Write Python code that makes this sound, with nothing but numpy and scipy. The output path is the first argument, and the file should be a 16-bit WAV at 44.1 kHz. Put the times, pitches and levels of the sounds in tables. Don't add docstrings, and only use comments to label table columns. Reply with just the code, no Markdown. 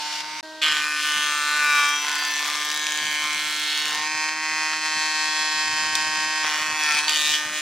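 import sys
import numpy as np
from scipy import signal
from scipy.fft import rfft, irfft, next_fast_len
from scipy.io import wavfile
from scipy.ndimage import uniform_filter1d, map_coordinates

SR = 44100
rng = np.random.default_rng(int(sys.argv[2]) if len(sys.argv) > 2 else 0)


def dump_mix(stems):
    frames = np.atleast_2d(stems).T
    limited = np.clip(frames, -1, 1)
    pcm = np.round(limited * 32767).astype(np.int16)
    wavfile.write(sys.argv[1], SR, pcm)


N = 335601
TIME = np.arange(N) / SR

# (time [s], speed [turns/s])
TOP_SPEED = [(0.0, 149.9), (0.22, 152.1), (0.41, 154.5)]
FEED_SPEED = [(0.433, 157.1), (0.61, 156.7), (0.671, 153.4), (0.741, 151), (1.03, 149.9), (1.43, 148.1),
              (1.548, 148.9), (1.681, 147.6), (1.83, 145.7), (2.088, 148), (2.36, 147.6), (2.551, 148.7),
              (2.8, 150.5), (3.5, 151.1), (3.919, 151.1), (3.99, 152.4), (4.11, 154.9), (4.42, 156),
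              (5.5, 155.1), (6.43, 155.6), (6.48, 153), (6.571, 152.9), (6.62, 154.3), (6.779, 154.8),
              (6.9, 150.5), (6.99, 150.3), (7.07, 153.1), (7.169, 151.6), (7.27, 150.8), (7.49, 152.4)]
# (time [s], knock of the board [dB], bite of the edge [dB])
TOP_CUT = [(0.0, -33, -36), (0.21, -37, -33.5), (0.225, -36.5, -40.5), (0.41, -37.5, -37)]
ENTRY = [(0.621, -29.5, -18.5), (0.665, -25, -21.5), (0.9, -28, -32.5), (1.02, -28, -28.5),
         (1.05, -26.5, -27.5), (1.22, -26.5, -26.5), (1.42, -26.5, -30.5), (1.65, -21, -28),
         (1.8, -20, -24.5), (2.0, -28, -30.5)]
THROUGH = [(2.0, -35, -32), (2.04, -27.5, -31), (2.76, -31.5, -31.5), (3.23, -30, -29), (3.56, -33.5, -30),
           (3.75, -33.5, -26.5), (4.0, -29, -31.5)]
STALL = [(4.0, -30, -33), (4.401, -27, -31), (4.55, -27.5, -32), (4.95, -28, -30.5), (5.5, -27.5, -30),
         (6.15, -27.5, -31), (6.441, -28, -31.5)]
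PUSH = [(6.44, -26.5, -29), (6.77, -28.5, -33.5), (6.83, -26.5, -27), (6.9, -24, -28), (7.0, -28, -24.5),
        (7.02, -29, -34), (7.08, -29.5, -33)]
NEXT_BOARD = [(7.081, -33, -26), (7.1, -30, -25), (7.15, -30, -26), (7.34, -30.5, -23.5),
              (7.42, -30, -33.5), (7.52, -33, -36.5), (7.564, -31.5, -30.5), (7.61, -34, -32)]
# (multiple of the speed [1], relative level [dB])
TOP_ORDERS = [(3, -27), (4, -15.5), (5, -11.5), (6, 3.5), (7, -8), (8, -9), (9, -11), (10, -7.5), (11, -12),
              (12, -11)]
ENTRY_ORDERS = [(3, -28), (4, -23.5), (5, -27), (6, -12), (7, -13.5), (8, -5), (9, -14.5), (10, -1.5),
                (11, -8.0), (12, -0.5), (13, -11.5), (14, -6), (15, -12), (16, -7.5), (17, -12), (18, -4.5),
                (19, -5.5), (20, -6.5), (21, -9), (22, -7), (23, -14.5)]
THROUGH_ORDERS = [(3, -17.5), (4, -18), (5, -13), (6, -9), (7, -1), (8, -10.5), (9, -8), (10, -3), (11, -3),
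                  (12, 0.0), (13, -7), (14, -1), (15, -1), (16, -4), (17, -5.5), (18, -3), (19, -6.5),
                  (20, -3), (21, -3.5), (22, -1), (23, -9.0)]
STALL_ORDERS = [(3, -24.5), (4, -26), (5, -9.5), (6, -1), (7, -1.5), (8, -14.5), (9, -14), (10, -1),
                (11, -3.5), (12, 2), (13, -8), (14, -5), (15, -5.5), (16, -2.5), (17, -0.5), (18, -19),
                (19, -20.5), (20, -6.5), (21, -9), (22, -11), (23, -16), (24, -12.5), (25, -20), (26, -6.5),
                (27, -15.5), (28, -4), (29, -8.5), (30, -15), (31, -19), (32, -3.5), (33, -11), (34, -13.5),
                (35, -12.5), (36, -15), (37, -20), (38, -17.5), (39, -13.5), (40, -20), (41, -10),
                (42, -26), (43, -22), (44, -16), (45, -24), (46, -32), (47, -17), (48, -35.5), (49, -17.0)]
PUSH_ORDERS = [(3, -22.5), (4, -17), (5, -13), (6, -6), (7, -5.5), (8, -10.5), (9, -11), (10, -5), (11, -4),
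               (12, -3), (13, -5), (14, -7), (15, -1), (16, -2.5), (17, 1), (18, -7)]
NEXT_ORDERS = [(3, -24), (4, -13), (5, -20), (6, -11), (7, -8.5), (8, -2.5), (9, -11.0), (10, -2.5),
               (11, -6), (12, 3.5), (13, -4.5), (14, -6.5), (15, -4.0), (16, 1)]
# (frequency [Hz], relative density [dB per Hz])
TOP_COLOUR = [(240, -87), (400, -51), (586, -11), (772, -6), (821, -27), (900, 5.5), (1130, -19), (1490, 1),
              (2590, -20.5), (3210, -20.5), (5560, -23), (15500, -56)]
ENTRY_COLOUR = [(240, -63), (400, -26), (586, -31), (784, -24), (873, -18), (1100, -13), (1150, -7),
                (1260, -9), (1470, -14), (1560, -9.5), (2400, -9), (4420, -17.5), (6000, -17),
                (15500, -41.5)]
THROUGH_COLOUR = [(240, -64), (400, -34), (445, -19), (503, -15.5), (586, -17), (972, 0), (1030, -2),
                  (1280, -3.5), (1470, -2), (2190, -4), (2550, -9.5), (3060, -7.5), (5910, -12.5),
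                  (15500, -36)]
STALL_COLOUR = [(240, -60), (400, -47), (726, -9.5), (761, -18), (873, -19), (914, 0.5), (1000, -16),
                (1100, -6.5), (1470, -5.5), (1540, -4), (1850, -0.5), (2700, -5.5), (3600, -13.5),
                (5150, -17), (6500, -15), (8300, -26), (8700, -30.5), (10300, -32.5), (10800, -30),
                (11200, -39), (15500, -54)]
PUSH_COLOUR = [(240, -67), (400, -25), (705, -24), (761, -9), (847, -14), (900, -14), (987, -13),
               (1050, -4), (1420, -10), (1820, -7.5), (2120, -6.5), (5910, -14), (15500, -47)]
NEXT_COLOUR = [(240, -60), (400, -20), (605, -16), (705, -33), (772, -1), (847, -39), (886, 3), (987, -16),
               (1190, -3), (1280, -5), (1790, -5), (4500, -14), (6800, -17.5), (9000, -26), (15500, -39.5)]
# (frequency [Hz], relative level [dB])
SPLINTER_TILT = [(400, 6.5), (1000, -1), (2000, 0.5), (4000, 8), (8000, 10.5), (15000, 23)]
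# (frequency [Hz], side against mid [dB])
TOP_WIDTH = [(60, -19), (150, -33), (380, -32), (950, -31), (2380, -8), (5980, -5), (15000, 8)]
CUT_WIDTH = [(60, -18), (110, -19), (200, -19), (380, -38), (700, -17), (1290, -43.5), (2380, -15),
             (4400, -9.5), (8120, -3), (15000, 3.5)]
STALL_WIDTH = [(60, -19), (110, -15), (200, -11), (380, -23), (700, -33), (1290, -30.5), (2380, -15.5),
               (4400, -8.5), (8120, 4), (15000, 8.5)]
PUSH_WIDTH = [(60, -24), (110, -17), (200, -11), (380, -33), (700, -16), (1290, -62), (2380, -14.5),
              (4400, -10.5), (8120, 4.5), (15000, 8)]
# (frequency [Hz], side against mid [dB])
PATTER_WIDTH = [(60, -18), (110, -18), (200, -11), (300, -6), (800, -9)]
# (multiple of the speed [1], level [dB rms])
SIREN = [(4, -43.5), (6, -45.5), (8, -59), (10, -44), (12, -48), (18, -62), (20, -57.5), (24, -61),
         (28, -78)]
# (frequency [Hz], relative density [dB per Hz])
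AIR = [(35, -78), (60, -61), (305, -13), (559, -15), (627, -6), (705, -15.5), (931, -6), (1590, -11.5),
       (1700, -16), (4320, -5), (15500, -37.5)]
PATTER_COLOUR = [(20, -24), (50, -16), (90, -5), (160, -1.5), (240, -2.5), (400, -12), (800, -8.5),
                 (2000, -60)]
CRACKLE_COLOUR = [(300, -38), (900, -16), (2500, 3), (4200, -2.5), (6500, 0), (9000, -9), (15500, -23)]
# (time [s], level [dB], centre [Hz], decay [s])
CRACKS_AND_KNOCKS = [(0.127, -29, 3190, .0028), (0.727, -24, 2870, .0015), (0.774, -30, 3017, .0015),
                     (2.554, -21, 4190, 0.0016), (2.841, -21, 4500, .0015), (3.888, -28, 4540, .002),
                     (3.955, -24, 3800, 0.0025), (4.287, -22, 2511, .0028), (4.733, -22, 1996, .0028),
                     (5.849, -37, 600, .008), (5.953, -6.5, 4300, 0.0014), (6.441, -13.5, 2100, 0.0013),
                     (6.444, -25.5, 950, 0.006), (7.081, -9, 3420, 0.0014), (7.094, -8, 4000, 0.0012),
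                     (7.108, -22, 4000, 0.0014), (7.121, -16, 4010, 0.0014), (7.133, -15, 4000, 0.0013),
                     (7.338, -15, 3040, 0.0031), (7.345, -21, 3400, 0.0013), (7.352, -20, 4030, .0012)]
# (strongest at [s], swell [s], fade [s], centre [Hz], width [Hz], nominal lift [dB])
RINGS = [(0.635, 0.017, 0.06, 3070, 604, 3.5), (0.68, 0.052, 0.15, 3100, 450, 8),
         (0.69, 0.055, 0.06, 5140, 170, 17), (0.9, 0.16, 0.1, 2495, 150, 21),
         (1.12, 0.11, 0.16, 2980, 200, 6), (1.13, 0.09, 0.12, 1500, 140, 0.5),
         (1.2, 0.24, 0.12, 3450, 600, 5.5), (1.36, 0.15, 0.12, 1770, 140, 0),
         (1.4, 0.2, 0.19, 1288, 140, 17), (1.51, 0.18, 0.2, 4100, 160, 12),
         (1.65, 0.078, 0.28, 2530, 240, 11), (1.67, 0.01, 0.44, 3820, 140, 11),
         (1.7, 0.38, 0.22, 1500, 140, 6.5), (1.83, 0.33, 0.17, 1200, 130, 7),
         (1.84, 0.28, 0.22, 2380, 140, 15.5), (1.95, 0.28, 0.063, 3250, 140, 15),
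         (2.1, 0.18, 0.22, 1520, 140, 12.5), (2.23, 0.13, 0.11, 4730, 180, 20),
         (2.32, 0.44, 0.26, 2590, 190, 11), (2.36, 0.85, 0.1, 5880, 139, 18.5),
         (2.4, 0.39, 0.067, 1770, 140, 9.5), (2.47, 0.8, 0.13, 3470, 150, 16),
         (2.48, 0.14, 0.47, 1220, 140.6, 13.5), (2.77, 0.11, 0.25, 3860, 170, 9),
         (2.86, 0.11, 0.12, 6700, 140, 20), (2.86, 0.64, 0.67, 5990, 140, 12),
         (2.9, 0.3, 0.48, 1718, 140, 13), (3.0, 0.06, 0.31, 4590, 140, 15.0),
         (3.2, 0.41, 0.089, 3090, 160, 8), (3.25, 0.29, 0.18, 2270, 490, 7.5),
         (3.26, 0.065, 0.095, 1210, 380, 13), (3.36, 0.29, 0.2, 5430, 140, 7),
         (3.54, 0.32, 0.3, 1350, 140, 7), (3.73, 0.098, 0.27, 4420, 240, 7.5),
         (3.86, 0.093, 0.4, 4680, 210, 7), (3.88, 0.23, 0.11, 2840, 220, 6.5),
         (4.14, 0.15, 0.62, 2360, 480, 7), (4.49, 0.17, 0.68, 2040, 140, 8.5),
         (4.63, 0.27, 0.31, 2524, 140, 6.5), (4.68, 0.9, 0.35, 2880, 170, 15),
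         (4.87, 0.76, 0.11, 1330, 230, 9.5), (5.31, 0.09, 0.43, 3360, 139.4, 14),
         (5.56, 0.86, 0.11, 3953, 140, 13), (6.1, 0.8, 0.76, 2970, 240, 10),
         (6.7, 0.35, 0.2, 1866, 150, 4.5), (6.72, 0.16, 0.13, 2520, 400, 6.5),
         (6.88, 0.079, 0.08, 1766, 160, 11), (6.89, 0.67, 0.35, 3380, 160, 9),
         (6.92, 0.087, 0.06, 1340, 150, 14), (6.96, 0.054, 0.05, 4770, 250, 7),
         (6.97, 0.18, 0.044, 2380, 450, 8), (7.085, 0.012, 0.059, 880, 250, 14),
         (7.09, 0.022, 0.14, 4610, 190, 19.5), (7.14, 0.031, 0.06, 3000, 300, 8),
         (7.17, 0.073, 0.1, 4470, 150, 8), (7.17, 0.28, 0.05, 3080, 340, 4.5),
         (7.19, 0.046, 0.24, 3700, 140, 17), (7.26, 0.08, 0.071, 2640, 300, 3),
         (7.34, 0.04, 0.4, 3050, 150, 8), (7.345, 0.03, 0.04, 3200, 400, 8),
         (7.36, 0.05, 0.9, 3340, 150, 9.0)]
# (time [s], half length [s], change of knock [dB], change of bite [dB])
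GRIP_CHANGES = [(1.025, 0.0089, -9, 1), (4.387, 0.073, -3.5, -4.5), (4.799, 0.036, -4.5, -3),
                (7.051, 0.023, -0.5, 3.5)]
# (start [s], end [s], rise of the irregular part [dB])
TEAR_OUTS = [(0.103, 0.25, 5), (0.635, 0.856, 6), (2.05, 2.587, 6.5), (3.22, 3.323, 4), (3.897, 4.058, 5),
             (6.437, 6.59, 3), (6.802, 6.917, 1), (7.085, 7.153, 9.5)]
# (start [s], length [s], level before the common lift [dB])
SHOWERS = [(0.683, 0.046, -55), (0.78, 0.034, -57), (1.16, 0.041, -53), (3.014, 0.085, -55.5),
           (3.235, 0.032, -58), (3.353, 0.034, -57), (3.403, 0.071, -60), (3.854, 0.096, -59),
           (3.966, 0.062, -54.5), (4.14, 0.069, -57), (4.236, 0.031, -60), (4.946, 0.055, -55),
           (5.024, 0.06, -60), (5.27, 0.035, -58), (5.39, 0.034, -58), (5.54, 0.056, -57),
           (5.647, 0.65, -55), (6.583, 0.049, -57), (6.66, 0.085, -54), (6.933, 0.039, -55),
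           (7.295, 0.034, -55), (7.439, 0.083, -55)]
# (start [s], end [s], middle level [dB], fewest turns between breaks [1], most turns [1])
CRACKLES = [(0.628, 0.8, -34, 1, 3), (1.001, 2.045, -27, 1, 3), (2.048, 2.6, -22, 1, 3),
            (2.601, 3.0, -21, 2, 3), (3, 3.602, -25.5, 2, 3), (3.602, 3.96, -22, 2, 3),
            (6.446, 6.62, -32, 1, 3), (6.79, 7.007, -20.5, 1, 2), (7.141, 7.187, -19, 2, 2),
            (7.187, 7.358, -27, 1, 1)]

MOVE_S = 0.42
EDGE_HZ = 15900
FRAMES_PER_S = 100
IDLE_HZ, FULL_SAG_HZ = 154.3, 9.6
AIR_DB = -44
HUM_DB, HUM_LOAD_DB, HUM_TOP_DB, HUM_WAVER_DB = -48.5, -5, -4, 0.35
SIREN_WAVER_DB = -1
DRAUGHT_DB, STREAM_DB, STREAM_S = -68, -64, 3.1
SHOWER_FADE_S, SHOWER_LIFT_DB = 0.011, 3
TEAR_FADE_S = 0.027
USUAL_BITE_DB = -29.5
HISS_LOAD_DB = 4.5
ROCK_S, ROCK_DB, ROCK_LOW_S = 0.1979, 0.6, 6.5
GRAIN_DB = 3.2
RING_NOISE_SHARE = 0.2


def gain_of(db):
    return 10 ** (np.asarray(db) / 20)


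def evened(x):
    return x / np.sqrt(np.mean(x ** 2) + 1e-20)


def steady(x):
    power = uniform_filter1d(uniform_filter1d(x ** 2, size=2900), size=2000)
    return x / np.sqrt(abs(power) + 1e-20)


def spectrum_at(points, hz):
    f, value = np.transpose(points)
    return np.interp(np.log(hz + 1), np.log(f + 1), value)


def curve_at(rows, t, axis=1):
    rows = np.asarray(rows)
    return np.interp(t, rows[:, 0], rows[:, axis])


def during(t, start, end, fade_s):
    return np.clip(np.minimum(t - start, end - t) / (2 * fade_s) + .5, 0, 1)


def shaped(x, gain):
    size = next_fast_len(x.shape[-1] + 2048)
    return irfft(rfft(x, size) * gain(np.fft.rfftfreq(size, 1 / SR)), size)[..., :x.shape[-1]]


def drifting(shape, frames, axis):
    size = shape[axis] + 256
    noise = rng.standard_normal(shape[:axis] + (size,) + shape[axis + 1:])
    noise = np.moveaxis(noise, axis, -1)
    smooth = irfft(rfft(noise) * np.exp(-(np.fft.rfftfreq(size) * frames * 2) ** 2), size)
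    return evened(np.moveaxis(smooth[..., :shape[axis]], -1, axis))


def wavering(frames):
    return np.interp(TIME * FRAMES_PER_S, np.arange(800), drifting((800,), frames, axis=0))


def stereo(pair, width):
    side = shaped(pair[1], lambda hz: gain_of(spectrum_at(width, hz)))
    return np.array([pair[0] + side, pair[0] - side])


def add(mix, s, sound):
    part = mix[:, round(s * SR):][:, :sound.shape[1]]
    part += sound[:, :part.shape[1]]


def speed_at(t):
    return curve_at(np.vstack([TOP_SPEED, FEED_SPEED]), t)


def load_at(t):
    return np.maximum(IDLE_HZ - speed_at(t), 0) / FULL_SAG_HZ


def patter(per_s=110, spread_db=3.0, draught=0.056, far_db=-4, gust_db=3):
    landings = (rng.random((2, N)) < per_s / SR) * rng.choice([-1, 1], (2, N))
    thuds = landings * gain_of(spread_db * rng.standard_normal((2, N)))
    rustle = thuds + draught * rng.standard_normal((2, N))
    low = shaped(rustle, lambda hz: gain_of(spectrum_at(PATTER_COLOUR, hz)))
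    stream_db = STREAM_DB + gust_db * wavering(5)
    between_db = np.where(TIME < STREAM_S, DRAUGHT_DB, stream_db) + far_db * (TIME < MOVE_S)
    showers = sum(gain_of(db + SHOWER_LIFT_DB) * during(TIME, s, s + length, SHOWER_FADE_S)
                  for s, length, db in SHOWERS)
    return stereo(evened(low) * np.hypot(gain_of(between_db), showers), PATTER_WIDTH)


def imbalance(turns, level_db=-66):
    return np.sqrt(2) * gain_of(level_db) * np.sin(2 * np.pi * turns) * (TIME < MOVE_S)


def windage(turns, load):
    ears = 0.0081 * np.array([[1], [-1]])
    hum_db = HUM_DB + HUM_LOAD_DB * load + HUM_TOP_DB * (TIME < MOVE_S) + HUM_WAVER_DB * wavering(8)
    hum = gain_of(hum_db) * np.sin(4 * np.pi * turns + ears + 0.054 * wavering(8))
    siren = 0
    for order, db in SIREN:
        tone_db = db + SIREN_WAVER_DB * (0.03 + 1.6 * load) * wavering(8)
        siren = siren + gain_of(tone_db) * np.sin(2 * np.pi * (order * turns + rng.random()))
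    covered_db = np.interp(TIME, [.41, .43, .62, .8], [-24, -2.5, -1.5, -11.5])
    rush = rng.standard_normal((2, N)) * (1 + .4 * np.cos(4 * np.pi * turns))
    rush = evened(shaped(rush, lambda hz: gain_of(spectrum_at(AIR, hz))))
    tones = np.sqrt(2) * (hum + siren * gain_of(covered_db))
    return tones + gain_of(AIR_DB) * stereo(rush, CUT_WIDTH)


def chips(load, top_share=.2, per_s=90, level_db=-27, spread_db=3, decay_s=0.0032):
    flow = np.minimum(load, 1) ** 2 * np.where(TIME < MOVE_S, top_share, 1)
    strength = np.minimum(rng.exponential(1, (2, N)), 3)
    hits = (rng.random((2, N)) < flow * per_s / SR) * gain_of(level_db + spread_db * strength)
    t, kind = np.arange(512) / SR, rng.integers(0, 6, N)
    ticks = np.zeros((2, N))
    for k in range(6):
        tick = rng.standard_normal((2, len(t))) * np.exp(-t / decay_s)
        ticks += signal.oaconvolve(hits * (kind == k), tick, axes=1)[:, :N]
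    ticks = shaped(ticks, lambda hz: .5 * hz / np.hypot(hz, 2500) / np.hypot(1, hz / 7000))
    return stereo(ticks, CUT_WIDTH)


def cracks_and_knocks(attack_s=0.00037, room_db=-24, room_s=0.05, octaves=0.83, top_hz=10000):
    out, t = np.zeros((2, N)), np.arange(8192) / SR
    for s, db, centre_hz, decay_s in CRACKS_AND_KNOCKS:
        tail = gain_of(room_db) * np.exp(-t / room_s)
        envelope = (np.exp(-t / decay_s) + tail) * (1 - np.exp(-t / attack_s))
        noise = rng.standard_normal((2, len(t)))
        band = shaped(noise, lambda hz: np.exp(-.5 * (np.log2((hz + 1) / centre_hz) / octaves) ** 2))
        add(out, s, gain_of(db) * evened(band) * envelope)
    return stereo(shaped(out, lambda hz: 1 / np.hypot(1, (hz / top_hz) ** 3)), CUT_WIDTH)


def crackle(turns, spread_db=3.0, decay_s=0.00075, room_db=-26, room_s=0.015):
    out, t = np.zeros((2, N)), np.arange(2048) / SR
    envelope = np.exp(-t / decay_s) + gain_of(room_db) * np.exp(-t / room_s)
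    for start, end, db, fewest, most in CRACKLES:
        wait, size = rng.random((160, 2)).T
        gaps = fewest + np.floor(wait * (most - fewest + 1))
        first_turn = np.ceil(np.interp(start, TIME, turns))
        breaks = np.interp(first_turn + np.cumsum(gaps) - gaps[0], turns, TIME)
        bursts = rng.standard_normal((len(size), 2, len(t)))
        for s, strength, burst in zip(breaks[breaks < end], size, bursts):
            add(out, s, gain_of(db + 2 * spread_db * (2 * strength - 1)) * burst * envelope)
    hz = np.fft.rfftfreq(len(t), 1 / SR)
    unit = np.sqrt(np.mean(gain_of(2 * spectrum_at(CRACKLE_COLOUR, hz))))
    bright = shaped(out, lambda hz: gain_of(spectrum_at(CRACKLE_COLOUR, hz)) / unit)
    return stereo(bright, CUT_WIDTH)


def splintering(t):
    return sum(db * during(t, start, end, TEAR_FADE_S) for start, end, db in TEAR_OUTS)


def contact(stage, t):
    grip = sum(np.outer([knock, bite], np.exp(-((t - s) / half_s) ** 2))
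               for s, half_s, knock, bite in GRIP_CHANGES)
    rock = -ROCK_DB * np.cos(2 * np.pi * (t - ROCK_LOW_S) / ROCK_S)
    rock = rock * during(t, STALL[0][0], STALL[-1][0], 0.099)
    return curve_at(stage, t) + grip[0] + rock, curve_at(stage, t, axis=2) + grip[1] + rock


def singing(hz, t):
    def arch(peak, rise, fall):
        return np.sin(np.pi / 2 * np.clip(1 - np.maximum((peak - t) / rise, (t - peak) / fall), 0, 1))
    return sum(db * np.exp2(-(2 * (hz - centre) / width) ** 2) * arch(peak, rise, fall)
               for peak, rise, fall, centre, width, db in RINGS)


def strokes(turns, second_db, attack, decay, room_db):
    def blow(phase):
        return np.exp(-phase / decay) * (1 - np.exp(-phase / attack))
    proud = blow(turns % 1) ** 2
    partner = gain_of(2 * second_db) * blow((turns + .5) % 1) ** 2
    return np.sqrt(proud + partner + gain_of(2 * room_db))


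def struck(level):
    cepstrum = irfft(np.log(np.maximum(level, level.max() * gain_of(-50))))
    half = cepstrum.shape[-1] // 2
    return level * np.exp(1j * rfft(cepstrum * 2 * (np.arange(2 * half) < half)).imag)


def ringing(t, turns, envelope, orders, colour, drift_s, edge, edge_hz=5000, late=0.0765, size=1024):
    frame = (t - t[0]) * FRAMES_PER_S
    frames, drift = int(frame[-1]) + 2, FRAMES_PER_S * drift_s
    lines = rfft(drifting((2, frames, size), drift, axis=1) * envelope(np.arange(size) / size))
    lines /= np.sqrt(np.mean(abs(lines) ** 2))
    order = np.arange(lines.shape[-1])
    hz = order * (turns[-1] - turns[0]) / (t[-1] - t[0])
    blow = edge * np.exp(-hz / edge_hz)
    lines[0] = (lines[0] + blow) / np.hypot(1, blow)
    at = np.interp(np.arange(frames), frame, t)[:, None]
    lift = gain_of(singing(order * speed_at(at), at))
    lines /= np.sqrt(abs(lines) ** 2 + .02 / drift_s ** 1.5 / lift ** 2)
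    level = gain_of(spectrum_at(colour, hz)) * (hz > 380) * (hz < EDGE_HZ)
    k, db = np.transpose(orders)
    k = np.round(k).astype(int)
    level[k] = evened(gain_of(db)) * np.sqrt(np.mean(level[k] ** 2))
    patches = drifting((frames, len(hz)), drift, axis=0)
    patches = evened(uniform_filter1d(patches, size=2, axis=1))
    moving = min(.4 / drift_s, 1)
    grain_db = GRAIN_DB * moving * patches * np.minimum(hz / 4000, 1.5) / lift
    lines *= struck(level * lift * gain_of(grain_db))
    lag_turns = late * np.exp(-hz / 3500)
    cycles = irfft(lines * np.exp(-2j * np.pi * np.cumsum(lag_turns)))
    place = [frame, turns % 1 * size]
    return evened(np.array([map_coordinates(c, place, order=1, mode="grid-wrap") for c in cycles]))


def planing(all_turns, stage, orders, colour, width, second_db, attack, decay, room_db, drift_s,
            uneven_db, fray_db, splinter_db, hiss_db, hiss_slope, edge):
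    handover_s = np.interp(TIME, [.7, 1.8, 4.3, 6.3], [.012, .16, .16, .016])
    blend = np.clip(np.minimum(TIME - stage[0][0], stage[-1][0] - TIME) / handover_s + .5, 0, 1)
    active = blend > 0
    t, turns = TIME[active], all_turns[active]

    chip = np.clip(rng.standard_normal(int(2 * all_turns[-1]) + 1), -2, 2)[(2 * turns).astype(int)]
    chip_db = chip * uneven_db * gain_of(0.2 * (splinter_db + splintering(t)))
    ring = ringing(t, turns, lambda phase: strokes(phase, second_db, attack, decay, room_db),
                   orders, colour, drift_s, edge)
    ring = ring * gain_of(0.32 * chip_db)
    tear = rng.standard_normal((2, len(t))) * strokes(turns, second_db, attack, 1.25 * decay, room_db + 5)
    tear = shaped(tear * gain_of(chip_db),
                  lambda hz: gain_of(spectrum_at(colour, hz)) / np.sqrt(1 + (520 / (hz + 1)) ** 8))
    tear = evened(tear)

    hz, at, (ring, tear) = signal.stft(np.array([ring, tear]), SR, nperseg=512)
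    tilt_db = spectrum_at(SPLINTER_TILT, hz) + fray_db * np.minimum(hz / 7000, 1)
    splinter = gain_of(tilt_db[:, None] + splinter_db + splintering(at + t[0]))
    tear = tear * gain_of(RING_NOISE_SHARE * singing(hz[:, None], at + t[0]))
    both = (ring + splinter * tear) / np.hypot(1, splinter)
    cut = signal.istft(both, SR, nperseg=512)[1][:, :len(t)]

    knock = shaped(cut, lambda hz: 1 / (1 + (hz / 2200) ** 16))
    hiss = cut - shaped(cut, lambda hz: 1 / (1 + (hz / 4300) ** 16))
    bite = cut - knock - hiss
    knock_db, bite_db = contact(stage, t)
    fibre_db = hiss_db + hiss_slope * (bite_db - USUAL_BITE_DB) + HISS_LOAD_DB * load_at(t)
    cut = (steady(knock) * gain_of(knock_db) + steady(bite) * gain_of(bite_db)
           + steady(hiss) * gain_of(fibre_db))
    out = np.zeros((2, N))
    out[:, active] = stereo(cut, width)
    return out * np.sqrt(blend)


def scene():
    turns, load = np.cumsum(speed_at(TIME)) / SR, load_at(TIME)
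    turns += -np.interp(NEXT_BOARD[0][0], TIME, turns) % 1
    wood = planing(turns, TOP_CUT, TOP_ORDERS, TOP_COLOUR, TOP_WIDTH,
                   second_db=-0.5, attack=0.034, decay=0.14, room_db=-11.0, drift_s=0.27, uneven_db=2.5,
                   fray_db=-6.5, splinter_db=-10.0, hiss_db=-31.5, hiss_slope=1.0, edge=0.37)
    wood += planing(turns, ENTRY, ENTRY_ORDERS, ENTRY_COLOUR, CUT_WIDTH,
                    second_db=-3, attack=0.11, decay=0.18, room_db=-25, drift_s=0.35, uneven_db=3.0,
                    fray_db=-3.0, splinter_db=-14.0, hiss_db=-36, hiss_slope=0.46, edge=1.58)
    wood += planing(turns, THROUGH, THROUGH_ORDERS, THROUGH_COLOUR, CUT_WIDTH,
                    second_db=-9.5, attack=0.058, decay=0.22, room_db=-15.5, drift_s=0.4, uneven_db=3.0,
                    fray_db=0.0, splinter_db=-14.5, hiss_db=-36, hiss_slope=0.13, edge=0.92)
    wood += planing(turns, STALL, STALL_ORDERS, STALL_COLOUR, STALL_WIDTH,
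                    second_db=-15.0, attack=0.1, decay=0.2, room_db=-18.5, drift_s=1.28, uneven_db=3.0,
                    fray_db=-3.5, splinter_db=-15.0, hiss_db=-30.0, hiss_slope=1.22, edge=0.76)
    wood += planing(turns, PUSH, PUSH_ORDERS, PUSH_COLOUR, PUSH_WIDTH,
                    second_db=-12.0, attack=0.02, decay=0.21, room_db=-16.0, drift_s=0.16, uneven_db=2.5,
                    fray_db=-9.5, splinter_db=-10.0, hiss_db=-32.5, hiss_slope=0.41, edge=0.75)
    wood += planing(turns, NEXT_BOARD, NEXT_ORDERS, NEXT_COLOUR, PUSH_WIDTH,
                    second_db=-5.5, attack=0.015, decay=0.11, room_db=-19.5, drift_s=0.19, uneven_db=2.5,
                    fray_db=-1.5, splinter_db=-14.0, hiss_db=-34.0, hiss_slope=0.74, edge=0.81)
    background = patter() + imbalance(turns) + windage(turns, load)
    return background + chips(load) + cracks_and_knocks() + crackle(turns) + wood


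def record(dry):
    heard = np.interp(TIME, [.409, .410, .428, .429], [1, 0, 0, 1])
    low_pass = signal.firwin(511, EDGE_HZ, window=("kaiser", 9), fs=SR)
    return signal.oaconvolve(dry * heard, low_pass[None], "same")


dry = scene()
out = record(dry)
dump_mix(out)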